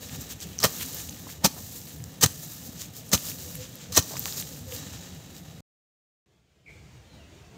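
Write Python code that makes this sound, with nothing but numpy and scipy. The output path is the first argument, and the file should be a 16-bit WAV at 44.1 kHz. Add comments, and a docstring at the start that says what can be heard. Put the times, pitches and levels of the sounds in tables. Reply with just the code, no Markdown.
"""Hoe chopping weedy garden soil

Five chops: the blade shears stems, crunches through grit and packs soil to a thud, all as shaped, filtered grains.
Ringing noise bursts snap, click and tick; patter, rustle and scrape spill over low air, hiss and faint far hoots.
After a silent gap comes a quieter corner of the garden, where a bird chirps in runs of falling sine whistles."""
import sys
import numpy as np
from scipy import signal
from scipy.fft import rfft, irfft
from scipy.io import wavfile
from scipy.ndimage import uniform_filter1d

SR = 44100
rng = np.random.default_rng(int(sys.argv[2]) if len(sys.argv) > 2 else 0)


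def unload_audio(sound):
    """Save the sound as a 16-bit wav file, at the path given as the first command line argument."""
    columns = np.transpose(np.atleast_2d(sound))
    # keep every value between -1 and 1, then stretch to whole-number steps
    steps = np.round(np.clip(columns, -1, 1) * 32767)
    wavfile.write(sys.argv[1], SR, steps.astype(np.int16))


N = 333837
T = np.arange(N) / SR
HZ = np.fft.rfftfreq(N, 1 / SR)
DIGGING_ENDS_S, CORNER_STARTS_S = 5.606, 6.26


def gain_of(db):
    """Decibels to amplitude."""
    return 10 ** (np.asarray(db) / 20)


def evened(x):
    """Scales to rms 1."""
    return x / np.sqrt(np.mean(x ** 2) + 1e-20)


def level(rows):
    """Gain interpolated in dB through rows of (time_s, level_db)."""
    return gain_of(np.interp(T, *np.transpose(rows)))


def add(mix, start_s, sound):
    """Mixes a sound in place, cut off at the end of the mix."""
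    part = mix[round(start_s * SR):][:len(sound)]
    part += sound[:len(part)]


def colour(x, spectrum, modes=()):
    """Minimum-phase filter from a spectrum plus resonant peaks; output rms 1."""
    f, db = np.transpose(spectrum)
    db = np.interp(np.log(HZ + 1), np.log(f), db)
    for hz, width_hz, peak_db in modes:
        db = db + peak_db / (1 + (2 * (HZ - hz) / width_hz) ** 2)
    log_gain = np.log(gain_of(np.interp(np.linspace(0, SR / 2, 2049), HZ, db)))
    circle = np.concatenate([log_gain, log_gain[-2:0:-1]])
    # the Hilbert transform of log gain gives the causal phase
    response = np.exp(np.conj(signal.hilbert(circle)))[:len(log_gain)]
    taps = irfft(response)
    return evened(signal.oaconvolve(x, taps)[:N])


def grains(per_s, spread_db):
    """Tiny fractures: impulses of random time, sign and size, exponentially spread in dB; rms 1."""
    size = gain_of(spread_db * np.minimum(rng.exponential(1, N), 4))
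    sign = rng.choice([-1, 1], N)
    struck = rng.random(N) < per_s / SR
    return evened(size * sign * struck)


def flutter(corner_hz, depth_rms_db):
    """Gain that wanders at random in dB, as low-passed noise."""
    smoothed = rfft(rng.standard_normal(N)) / (1 + (HZ / corner_hz) ** 4)
    return gain_of(depth_rms_db * evened(irfft(smoothed, N)))


def swell(peak_s, rise_s, fall_s):
    """Rounded peak of gain 1; about 6 dB down at rise_s before and fall_s after."""
    t = T - peak_s
    early = np.minimum(t, 0) / rise_s
    late = np.maximum(t, 0) / fall_s
    exponent = 1.5 - np.hypot(.5, early) - np.hypot(1, late * 1.43)
    return np.exp(np.maximum(exponent, -40))


def yard(x, t60_s, wet_db):
    """Adds sparse decaying echoes, as scattered by ground, walls and bushes."""
    t = np.arange(SR // 2) / SR
    sparse = rng.standard_normal(len(t)) * (rng.random(len(t)) < .1)
    tail = sparse * gain_of(-60 * t / t60_s) * (t > .006)
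    return x + gain_of(wet_db) * signal.oaconvolve(x, tail / np.linalg.norm(tail))[:N]


def ticks(rows, width_hz, decay_s, crack):
    """A break or landing: a brief noise burst rings at the pitch of the piece; rows are (start_s, peak_db, pitch_hz)."""
    out, t = np.zeros(N), np.arange(SR // 30) / SR
    for start_s, peak_db, pitch_hz in rows:
        burst = rng.standard_normal(len(t)) * np.exp(-t / decay_s)
        piece = t * np.exp(-np.pi * width_hz * t) * np.cos(2 * np.pi * pitch_hz * t)
        ring = evened(signal.fftconvolve(burst, piece)[:len(t)])
        tick = ring + crack * evened(np.diff(burst, prepend=0))
        add(out, start_s, gain_of(peak_db) * tick / abs(tick).max())
    return out


def air(spectrum, levels, patchy_rms_db=2.5):
    """Outdoor noise in which narrow patches of pitch swell and fade."""
    z = signal.stft(rng.standard_normal(N), nperseg=2048, noverlap=1536)[2]
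    patches = uniform_filter1d(rng.standard_normal(z.shape), size=3, axis=0)  # across pitch
    patches = uniform_filter1d(patches, size=9, axis=1)  # across time
    patchy = z * gain_of(patchy_rms_db * evened(patches))
    noise = signal.istft(patchy, nperseg=2048, noverlap=1536)[1][:N]
    return colour(noise, spectrum) * level(levels) * flutter(corner_hz=9, depth_rms_db=1.0)


# spectrum of distant rumble: freq_hz, relative_db
RUMBLE_SPECTRUM = [(15, -52.5), (25, -34), (45, -14), (68, -3.5), (85, 1), (125, -1.5), (170, 1),
                   (210, -6.5), (258, -6), (350, -15), (500, -16.5), (620, -21.5), (800, -22), (1100, -39)]
# its level: time_s, level_db
RUMBLE_LEVEL = [(0, -43.5), (2.6, -45.5), (4.4, -43), (5.6, -45.5)]


def rumble():
    """Distant low rumble under the digging: patchy filtered noise."""
    return air(RUMBLE_SPECTRUM, RUMBLE_LEVEL)


# spectrum of the air in the quiet corner: freq_hz, relative_db
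GARDEN_SPECTRUM = [(20, -20), (35, -21), (62, 3), (85, 1), (170, -0.5), (230, -9), (420, -11), (750, -17.5),
                   (1100, -22.5), (2900, -22), (5500, -26.5), (7000, -26.5), (10400, -40), (14000, -39),
                   (16000, -40)]
# its level: time_s, level_db
GARDEN_LEVEL = [(6.26, -65.5), (6.64, -64), (6.70, -50.5), (7.57, -50.5)]


def garden():
    """Air of the quiet corner: patchy filtered noise that soon grows louder."""
    return air(GARDEN_SPECTRUM, GARDEN_LEVEL)


# spectrum of faint outdoor hiss: freq_hz, relative_db
HISS_SPECTRUM = [(100, -29.5), (600, -0.5), (1200, -7.5), (2500, -6.5), (7000, -10), (10000, -23),
                 (15000, -18.5)]


def hiss(level_db=-59.5):
    """Steady filtered noise under the digging."""
    return gain_of(level_db) * colour(rng.standard_normal(N), HISS_SPECTRUM)


# far hoots: start_s, length_s, pitch_hz, peak_db
HOOT_CALLS = [(3.40, 0.15, 490, -49), (3.55, 0.11, 509, -43), (3.87, 0.085, 494, -47.5),
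              (4.655, 0.069, 522, -43.5), (4.71, 0.039, 489, -36)]


def hoots(waver=.006):
    """Soft far calls: nearly pure tones; waver is the rms share of pitch."""
    out = np.zeros(N)
    for start_s, length_s, pitch_hz, peak_db in HOOT_CALLS:
        window = signal.windows.hann(int(length_s * SR))
        drift = evened(uniform_filter1d(rng.standard_normal(SR), size=400))[:len(window)]
        turns = np.cumsum(pitch_hz * (1 + waver * drift)) / SR
        add(out, start_s, gain_of(peak_db) * window * np.sin(2 * np.pi * turns))
    return yard(out, t60_s=0.55, wet_db=-6)


# runs of syllables: start_s, onset_spacing_s, syllable_s, first_pitch_hz, last_pitch_hz,
# fall_share (of pitch, within a syllable), peak_db
BIRD_RUNS = [(6.658, .009, 0.0143, 2270, 2220, 0.3, -45), (7.09, .016, 0.024, 4170, 3780, .07, -59),
             (7.164, 0.016, .025, 3040, 2570, .06, -58)]


def bird(count=5, ends_db=-4):
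    """Runs of short falling whistles, loudest mid-run, that echo among the trees."""
    out = np.zeros(N)
    for start_s, spacing_s, syllable_s, first_hz, last_hz, fall_share, peak_db in BIRD_RUNS:
        u = np.linspace(0, 1, int(syllable_s * SR))
        for k, pitch_hz in enumerate(np.linspace(first_hz, last_hz, count)):
            turns = rng.random() + np.cumsum(pitch_hz * (1 + fall_share * (.5 - u))) / SR
            from_middle = abs(2 * k / (count - 1) - 1)
            whistle = np.sin(np.pi * u) ** 2 * np.sin(2 * np.pi * turns)
            add(out, start_s + k * spacing_s, gain_of(peak_db + ends_db * from_middle) * whistle)
    return yard(out, t60_s=0.6, wet_db=-1)


# sandals and blade scuffing weeds and dry grit: peak_s, half_s, grit_db, leaves_db, crumbs_db
# (leaves and crumbs are trimmed in crumbs())
SCUFF_MOVES = [(0.214, .008, -56, -38.5, -39.5), (0.316, 0.015, -45, -36.5, -38),
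               (0.427, 0.015, -46.5, -38.5, -44), (0.52, .06, -53.5, -52, -52),
               (0.82, .018, -37.5, -37, -32), (1.3, .025, -52, -44.5, -45), (2.67, .02, -60, -44.5, -43.5),
               (2.822, 0.033, -50, -40.5, -43.5), (2.977, 0.033, -64, -47, -47),
               (3.076, 0.036, -62, -45.5, -47), (3.636, .04, -50.5, -44, -60), (3.83, .06, -52, -49, -62.5),
               (4.402, .015, -55, -39, -38), (4.75, .028, -51.5, -41, -40.5), (5.376, .03, -60, -51.5, -54)]
# spectrum of a scuff: freq_hz, relative_db
SCUFF_SPECTRUM = [(200, -27), (1200, -8), (2300, -4.5), (3200, -0.5), (4300, -6), (7000, -18.5),
                  (14000, -29)]


def scuffs():
    """Dry grit rolls under a sole or the back of the blade: swelling grains."""
    push = sum(gain_of(grit_db) * swell(peak_s, half_s, half_s)
               for peak_s, half_s, grit_db, _, _ in SCUFF_MOVES)
    return push * colour(grains(per_s=3200, spread_db=3.5), SCUFF_SPECTRUM)


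# spilling soil: start_s, rise_s, hold_s, leaves_db, crumbs_db, scrape_db (trimmed in crumbs())
SOIL_SPILLS = [(0.0, .04, 0.16, -45.5, -48, -53), (0.65, .02, 0.32, -42, -42.5, -53),
               (1.45, .12, 0.25, -46.5, -45.5, -65.5), (2.24, .02, 0.25, -46.5, -45.5, -62),
               (3.14, .02, .17, -39, -38.5, -51.5), (3.98, .24, 0.09, -37.5, -40, -51),
               (4.68, .05, 0.24, -47, -55, -54.5)]
# trodden bed, never quite still: leaves_db, crumbs_db, scrape_db (trimmed in crumbs())
REST_LEVELS = (-58.5, -64.5, -61)


def stir(settle_db_per_s=42.5):
    """Gains of leaves, crumbs and scrape: spills rise, hold and settle, scuffs swell; powers add."""
    power = gain_of(REST_LEVELS)[:, None] ** 2 * np.ones(N)
    for start_s, rise_s, hold_s, *levels_db in SOIL_SPILLS:
        rise = np.sqrt(np.clip((T - start_s) / rise_s, 0, 1))
        settling_s = np.maximum(T - start_s - rise_s - hold_s, 0)
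        shape = rise * gain_of(-settle_db_per_s * settling_s)
        power += np.outer(gain_of(levels_db), shape) ** 2
    for peak_s, half_s, _, *levels_db in SCUFF_MOVES:
        power[:2] += np.outer(gain_of(levels_db), swell(peak_s, half_s, half_s)) ** 2
    return np.sqrt(power)


# spectra of fine soil, leaves and scrape: freq_hz, relative_db
CRUMB_SPECTRUM = [(2000, -37.5), (5000, -18), (7200, -4.5), (8500, -3.5), (10500, -7.5), (12000, -3),
                  (14000, 1.5), (15500, -1.5)]
LEAF_SPECTRUM = [(600, -26), (2000, -14), (3000, -8.5), (4000, -2.5), (5200, -1.5), (6000, 1.5), (7200, 3),
                 (8200, -5), (10000, -19.5)]
SCRAPE_SPECTRUM = [(100, -16.5), (450, -2), (750, 1.5), (1050, -3), (1500, -3), (2400, -4), (3300, 0),
                   (5000, -10), (10000, -40.5)]
# steady narrow peaks in the scrape's colour: freq_hz, width_hz, peak_db
SCRAPE_MODES = [(500, 130, 8), (1230, 99, 5.5), (1787, 180, 8), (2860, 150, 5.5), (3870, 220, 11.5)]


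def crumbs(fine_trim_db=1.87, leaves_trim_db=-0.82, scrape_trim_db=2.5, near_db=-6):
    """Fine soil patters in clumps and leaves rustle, over the duller scrape of blade and sandals."""
    leaves, fine, drag = stir()
    clumps = flutter(corner_hz=61, depth_rms_db=0.86) * flutter(corner_hz=11, depth_rms_db=1.6)
    near = gain_of(near_db) * grains(per_s=140, spread_db=1.5)  # larger crumbs, shared by all three
    soil = colour(grains(per_s=9000, spread_db=2.0) + near, CRUMB_SPECTRUM)
    foliage = colour(grains(per_s=6000, spread_db=1.0) + near, LEAF_SPECTRUM)
    dragging = colour(grains(per_s=4000, spread_db=2.5) + near, SCRAPE_SPECTRUM, SCRAPE_MODES)
    patter = gain_of(fine_trim_db) * fine * soil
    rustle = gain_of(leaves_trim_db) * leaves * foliage
    scrape = gain_of(scrape_trim_db) * drag * dragging
    return clumps * (patter + rustle + scrape)


def pebbles(count=150, over_db=8, spread_db=3.0, low_hz=2600, high_hz=12000):
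    """Small stones and twigs tick at random times and pitches, louder where more is spilling."""
    rustling = stir()[0]
    when, size, pitch = rng.random((count, 3)).T
    start_s = when * DIGGING_ENDS_S
    rustling_db = 20 * np.log10(rustling[(start_s * SR).astype(int)])
    peak_db = rustling_db + over_db - spread_db * np.log(np.maximum(size, .05))
    pitch_hz = low_hz * (high_hz / low_hz) ** pitch
    return ticks(zip(start_s, peak_db, pitch_hz), width_hz=2700, decay_s=.0004, crack=.35)


# lumps of earth landing, first piece of each: start_s, peak_db, pitch_hz
LUMP_LANDINGS = [(1.268, -34.5, 842), (1.565, -38, 650), (4.108, -33, 565), (4.137, -31, 630),
                 (4.257, -33.5, 577)]


def lumps(count=3, mean_gap_s=0.014, step_db=-3, step_pitch_ratio_max=1.7):
    """A lump lands and sheds pieces at uneven gaps, ever softer and pitched above the first."""
    rows = []
    for start_s, peak_db, pitch_hz in LUMP_LANDINGS:
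        for k, (gap, size) in enumerate(rng.random((count, 2))):
            rows.append((start_s, peak_db + k * step_db, pitch_hz * step_pitch_ratio_max ** (k * size)))
            start_s += mean_gap_s * (.5 + gap)
    return ticks(rows, width_hz=830, decay_s=0.0048, crack=.15)


# hard grit landing or trodden on: start_s, peak_db, pitch_hz
GRIT_CLICKS = [(0.404, -23.5, 7000), (0.9462, -18, 14600), (2.0403, -25, 7260), (2.8185, -20.5, 7260),
               (3.5548, -19.5, 12500), (3.7554, -28, 12500), (4.169, -20, 2600), (4.1949, -10.5, 15100),
               (4.2570, -10.5, 5900), (4.3824, -19, 5950)]


def grit_clicks():
    """Hard bits click: very short, broadly resonant bursts."""
    return ticks(GRIT_CLICKS, width_hz=4200, decay_s=0.00038, crack=0.8)


# stems and roots snapping: start_s, peak_db, pitch_hz
STEM_SNAPS = [(0.5834, -28, 6200), (0.5886, -15.5, 6100), (0.6307, -9, 5200), (0.6412, -8, 14000),
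              (1.094, -25, 6300), (1.4457, -8, 4600), (2.2145, -18, 7000), (3.1163, -21, 6500),
              (3.1245, -18.5, 6300), (3.9489, -18, 6300), (3.9635, -10, 7600), (3.9775, -4, 6100),
              (4.0256, -24, 5900)]


def snaps():
    """Stems and roots break: short bursts ringing at their own pitch."""
    return ticks(STEM_SNAPS, width_hz=1200, decay_s=0.00078, crack=.2)


# clod shoved, then slumping: slump_s, slump_db, slump_pitch_hz, shove_db, shove_pitch_hz
CLOD_SLUMPS = [(0.658, -23.5, 110, -24.5, 200.1), (1.462, -29, 88, -15.5, 205),
               (2.261, -17.5, 114, -24.5, 200), (3.148, -23.5, 86.6, -20.5, 265),
               (3.992, -20.5, 95, -22, 265)]


def slumps(width_cycles=0.8, shove_lead_s=.014):
    """A heavy clod gives two soft pulses of a couple of cycles: shoved by the blade, then a lower slump."""
    out = np.zeros(N)
    for slump_s, slump_db, slump_hz, shove_db, shove_hz in CLOD_SLUMPS:
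        shove = (slump_s - shove_lead_s, shove_db, shove_hz)
        slump = (slump_s, slump_db, slump_hz)
        for centre_s, peak_db, pitch_hz in (shove, slump):
            turns = np.arange(-SR // 25, SR // 25) * pitch_hz / SR
            pulse = np.exp(-(turns / width_cycles) ** 2) * np.cos(2 * np.pi * turns)
            add(out, centre_s - len(turns) / SR / 2, gain_of(peak_db) * pulse)
    return out


# blows: strike_s, crunch_db, knock_db, thud_db, rise_s, fall_s, weeds_lead_s, weeds_db, hollow_hz
BLOWS = [(0.642, -15.5, -18.5, -23.5, 0.004, 0.015, 0.041, -35.5, 1170),
         (1.45, -12, -19.5, -22.5, 0.0033, 0.011, 0.0089, -47.5, 880),
         (2.236, -11.5, -20.5, -22.5, 0.0055, 0.0095, 0.025, -26.5, 460),
         (3.135, -14, -23.5, -20.5, 0.0035, 0.014, 0.018, -35, 480),
         (3.975, -11.5, -20.5, -23.5, 0.0053, 0.011, .054, -34, 310)]
# resonances of the steel blade, damped by soil: freq_hz, width_hz, peak_db
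BLADE_MODES = [(566.6, 140, 3), (900, 80, 2), (1219, 100, 7.5), (1838, 41, 9.5), (3090, 70, 7),
               (4084, 280, 5.5), (4700, 110, 1), (5750, 47, 1.5), (6210, 93, 11.5), (7000, 90, 4.5)]
# spectra of grit, packing soil and thud: freq_hz, relative_db
CRUNCH_SPECTRUM = [(40, -50), (300, -28), (1200, -7), (2200, -11), (3500, -5.5), (5800, 0.5), (7500, -2),
                   (10500, -11.5), (14500, -5), (16000, -5)]
KNOCK_SPECTRUM = [(30, -45.5), (80, -14.5), (250, -6), (550, -2.5), (900, -3), (1400, -11.5), (2500, -9.5),
                  (6000, -28)]
THUD_SPECTRUM = [(25, -29.5), (55, -12), (85, -3), (200, 3.5), (280, -3), (500, -22), (2000, -60)]


def chops(hollow_width_hz=120, hollow_db=6):
    """The blade shears weeds, crushes grit, then packs the soil beneath it: ever lower sounds."""
    weeds, crunch, soil, thud = np.zeros((4, N))
    packing = grains(per_s=3300, spread_db=2.33)
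    for strike_s, crunch_db, knock_db, thud_db, rise_s, fall_s, lead_s, weeds_db, hollow_hz in BLOWS:
        weeds += gain_of(weeds_db) * (T > strike_s - lead_s) * (T < strike_s)
        crunch += gain_of(crunch_db) * swell(strike_s, rise_s, fall_s)
        thud += gain_of(thud_db) * swell(strike_s + 0.0025, 0.0027, 0.013)
        hollow = (hollow_hz, hollow_width_hz, hollow_db)  # each cut has its own note
        cut = colour(packing, KNOCK_SPECTRUM, BLADE_MODES + [hollow])
        soil += gain_of(knock_db) * cut * swell(strike_s + 0.0033, 0.006, fall_s * 0.72)
    for slump_s, slump_db, *_ in CLOD_SLUMPS:  # a slumping clod grinds more grit
        crunch += gain_of(slump_db - 8) * swell(slump_s, 0.0017, 0.0043)
    grit = (weeds + crunch) * colour(grains(per_s=9000, spread_db=3.0), CRUNCH_SPECTRUM, BLADE_MODES)
    ground = thud * colour(grains(per_s=1800, spread_db=-0.74), THUD_SPECTRUM)
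    stick_slip = flutter(corner_hz=310, depth_rms_db=2.0)  # the edge sticks and slips
    return grit * stick_slip + soil + ground


def scene():
    """The digging, a silent gap, then the quiet corner."""
    hits = chops() + slumps() + snaps() + grit_clicks() + lumps() + pebbles()
    hoe = yard(hits, t60_s=0.41, wet_db=-20.5)
    digging = hoe + crumbs() + scuffs() + hoots() + rumble() + hiss()
    corner = garden() + bird()
    return (digging * (T < DIGGING_ENDS_S) + corner * (T > CORNER_STARTS_S))[None]


def record(dry, low_cut_hz=45, high_cut_hz=15700):
    """Rounds off the highest peaks, drops the deepest bass and limits the band."""
    rounded = np.tanh(dry)
    heard = signal.sosfilt(signal.butter(2, low_cut_hz, "highpass", fs=SR, output="sos"), rounded)
    band = signal.firwin(401, high_cut_hz, window=("kaiser", 8), fs=SR)
    return signal.oaconvolve(heard, band[None], "same")


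dry = scene()
out = record(dry)
unload_audio(out)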